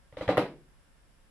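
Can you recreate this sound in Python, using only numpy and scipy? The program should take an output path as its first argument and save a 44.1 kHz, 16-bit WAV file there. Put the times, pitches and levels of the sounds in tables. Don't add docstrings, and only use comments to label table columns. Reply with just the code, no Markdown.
import sys
import numpy as np
from scipy import signal
from scipy.fft import rfft, irfft, next_fast_len
from scipy.io import wavfile

SR = 44100
rng = np.random.default_rng(int(sys.argv[2]) if len(sys.argv) > 2 else 0)


def master(y):
    cut = np.clip(np.atleast_2d(y).T, -1, 1)
    pcm = np.round(cut * 32767)
    wavfile.write(sys.argv[1], SR, pcm.astype(np.int16))


N = 57330

# frequency in Hz, left-right correlation.
TAP_LIKENESS = [(60, 1), (250, 1), (500, .97), (1000, .92), (1900, .55), (3000, 0.076), (4500, -.25),
                (8000, -.1), (15000, -0.23)]


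def pad(start, knock_db, thud_db, room_db=-16.5):
    # frequency in Hz, level in dB against the knock, peak time and width in seconds.
    top_modes = [(537.25, 0, .0042, .0034), (298.06, -14, .018, .012), (778.6, -16, 0.0037, .006)]
    # frequency in Hz, dB against the knock, T60 in seconds.
    board_modes = [(140, -35, 0.69), (156.24, -31.5, .65), (189.16, -21.5, 0.32), (283.1, -23.5, 0.39),
                   (325.83, -24.5, .17), (372.16, -35.5, 0.57), (385.5, -33, .25), (439.5, -30, 0.3),
                   (487.1, -16.5, 0.3), (551.5, -22.5, .17), (616.6, -19.5, 0.22), (743.6, -21, 0.26),
                   (784.8, -20, 0.2), (817.3, -23.5, .2)]
    # frequency in Hz, dB against the thud, T60 in seconds.
    thud_modes = [(97.4, 0.5, 0.045), (116.4, -5, .19)]
    # frequency in Hz, relative level in dB.
    knock_room = [(60, -26.5), (200, -9), (240, -13.5), (300, -7.5), (390, -11.5), (560, 0.5), (680, -8.5),
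                  (850, -7), (1300, -11.5), (2000, -24), (5000, -56)]
    t = since(start)
    knock = sum(amp(db) * np.sin(2 * np.pi * hz * t) * np.exp(-((t - peak) / width) ** 2)
                for hz, db, peak, width in top_modes)
    board = ring(board_modes, t, rise_s=0.007)
    reverb = amp(room_db) * room(knock_room, start)
    thud = ring(thud_modes, t, rise_s=0.0019)
    return amp(knock_db) * (board - knock + reverb) - amp(thud_db) * thud


def nail(start, clack_db, tick_db, tilt, rise_s):
    # frequency in Hz, relative level in dB (the clack's two before the tilt).
    clack_colour = [(150, -20), (500, -5), (850, -2.5), (1350, -9), (1650, -8.5), (2050, -1.5), (2450, -14),
                    (3200, -14.5), (3950, -18), (4700, -27.5), (7000, -35.5), (15000, -53.5)]
    clack_room = [(100, -19), (400, 1), (800, 0.5), (1350, -3.5), (1650, -4.5), (2050, -3), (2450, -6),
                  (3200, -7.5), (3950, -10), (4600, -15), (5700, -21), (6700, -28.5), (9000, -27.5),
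                  (15000, -44.5)]
    tick_colour = [(2000, -22), (4500, 5.5), (6500, -18.5), (9300, -9), (10400, 6), (12000, -1.5),
                   (14000, -11.5), (16000, -11)]
    # frequency in Hz, relative level in dB, T60 in seconds.
    high_modes = [(727.1, -19.5, .15), (823.3, -3.5, .022), (899, -24, .2), (983, -32.5, 0.27),
                  (1199, -19, 0.15), (1256.3, -20, 0.16), (1361, -4.5, .024), (1410.9, -20.5, 0.11),
                  (1971, -20, 0.079), (2054.9, -21.5, .11), (2628, -27.5, 0.15), (3080, -29, .12),
                  (3968.5, -34.5, 0.27)]
    t = since(start)
    clack = amp(-3) * noise(brighten(clack_colour, tilt), TAP_LIKENESS) * fade(t, rise_s, t60=0.021)
    clack += ring(brighten(high_modes, tilt), t, rise_s=0.006)
    clack += amp(-14) * room(brighten(clack_room, tilt), start)
    tick = amp(-8) * noise(tick_colour, TAP_LIKENESS) * fade(t, rise_s, t60=0.022)
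    tick += amp(-21.5) * room(tick_colour, start)
    return amp(clack_db) * clack + amp(tick_db) * tick


def sway(start, sway_db, hz=46):
    t = since(start)
    return amp(sway_db) * np.sin(2 * np.pi * hz * t) * fade(t, rise_s=0.0055, t60=0.11)


def room(spectrum, start, rise_s=0.0091):
    # frequency in Hz, T60 in seconds.
    room_t60 = [(100, .35), (300, 0.51), (600, .27), (2000, 0.2936), (5000, .29), (12000, .23)]
    hz, t, bands = signal.stft(noise(spectrum, TAP_LIKENESS), SR, nperseg=256)
    decay = amp(-60 * np.maximum(t - start, 0) / along(room_t60, hz)[:, None])
    tail = signal.istft(bands * decay, SR, nperseg=256)[1][:, :N]
    return tail * (1 - np.exp(-(since(start) / rise_s) ** 2))


def background(rumble_db=-62.5, hiss_db=-67):
    # frequency in Hz, relative level in dB.
    rumble_colour = [(10, -17.5), (22, -3), (55, -4.5), (80, -15), (110, -21), (180, -19), (240, -30.5),
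                     (300, -27.5), (420, -50), (1500, -68)]
    hiss_colour = [(60, -2.5), (300, -1.5), (420, -5.5), (560, -3.5), (1450, -6.5), (1650, -3.5),
                   (1900, -8.5), (3000, -11.5), (4200, -16.5), (5300, -13.5), (6500, -21), (7500, -16),
                   (9800, -17), (10700, -12), (11600, -22), (12500, -24), (13200, -40), (15500, -47.5)]
    # frequency in Hz, left-right correlation.
    likeness = [(30, -0.043), (130, .75), (300, 0.58), (700, 0.276), (3000, .1), (10000, -0.088)]
    rumble = amp(rumble_db) * noise(rumble_colour, likeness, ripple_db=1.5)
    hiss = amp(hiss_db) * noise(hiss_colour, likeness, ripple_db=1.74)
    return rumble + hiss


def ring(modes, t, rise_s):
    return sum(amp(db + rng.normal(0, 1)) * np.sin(2 * np.pi * hz * t) * fade(t, rise_s, t60)
               for hz, db, t60 in modes)


def noise(spectrum, likeness, ripple_db=2.5, ripple_step_hz=55.54):
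    size = next_fast_len(N + 8192)
    hz = np.fft.rfftfreq(size, 1 / SR)
    spread = np.arccos(np.clip(along(likeness, hz), -1, 1)) / 2
    ripple = ripple_db * np.interp(hz / ripple_step_hz, np.arange(len(hz)), rng.standard_normal(len(hz)))
    phases = np.exp(2j * np.pi * rng.random((2, len(hz))))
    gain = amp(along(spectrum, hz) + ripple)
    mid, side = irfft(phases * gain * [np.cos(spread), np.sin(spread)], size)[:, :N]
    stereo = np.array([mid + side, mid - side])
    return stereo / np.sqrt(np.mean(stereo ** 2) + 1e-20)


def brighten(rows, tilt, pivot_hz=2000):
    return [(hz, db + tilt * np.log2(hz / pivot_hz), *rest) for hz, db, *rest in rows]


def fade(t, rise_s, t60):
    return (1 - np.exp(-t / rise_s)) * amp(-60 * t / t60)


def since(start):
    return np.maximum(np.arange(N) / SR - start, 0)


def along(points, hz):
    point_hz, values = np.transpose(points)
    return np.interp(np.log(hz + 1), np.log(point_hz + 1), values)


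def amp(db):
    return 10 ** (np.asarray(db) / 20)


def scene():
    # start in seconds, gains of knock, thud, sway, clack and tick in dB,
    # clack tilt in dB per octave, rise of the nail's contact in seconds.
    taps = [(0.1246, -48, -47.5, -68, -46, -76.5, -0.5, 0.00097),
            (0.1696, -30.5, -49.5, -46.5, -32, -70, 1.5, 0.0015),
            (0.2089, -25, -39.5, -39.5, -27, -62.5, 1.5, 0.0027),
            (0.2785, -39, -27.5, -55, -19, -57, -1.1, .0012),
            (0.2893, -12.5, -32.5, -55, -16.5, -45.5, -1, .0012),
            (0.3710, -24.5, -29.5, -47.5, -13.5, -33, -3, .0006),
            (0.3774, -11.5, -28.5, -40.5, -17, -30, 0, 0.00049)]
    mix = background()
    for start, knock_db, thud_db, sway_db, clack_db, tick_db, tilt, rise_s in taps:
        mix += pad(start, knock_db, thud_db) + sway(start, sway_db)
        mix += nail(start, clack_db, tick_db, tilt, rise_s)
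    return mix


def record(dry, top_hz=15750):
    size = next_fast_len(N + SR // 2)
    passband = np.fft.rfftfreq(size, 1 / SR) < top_hz
    return irfft(rfft(dry, size) * passband, size)[:, :N]


dry = scene()
out = record(dry)
master(out)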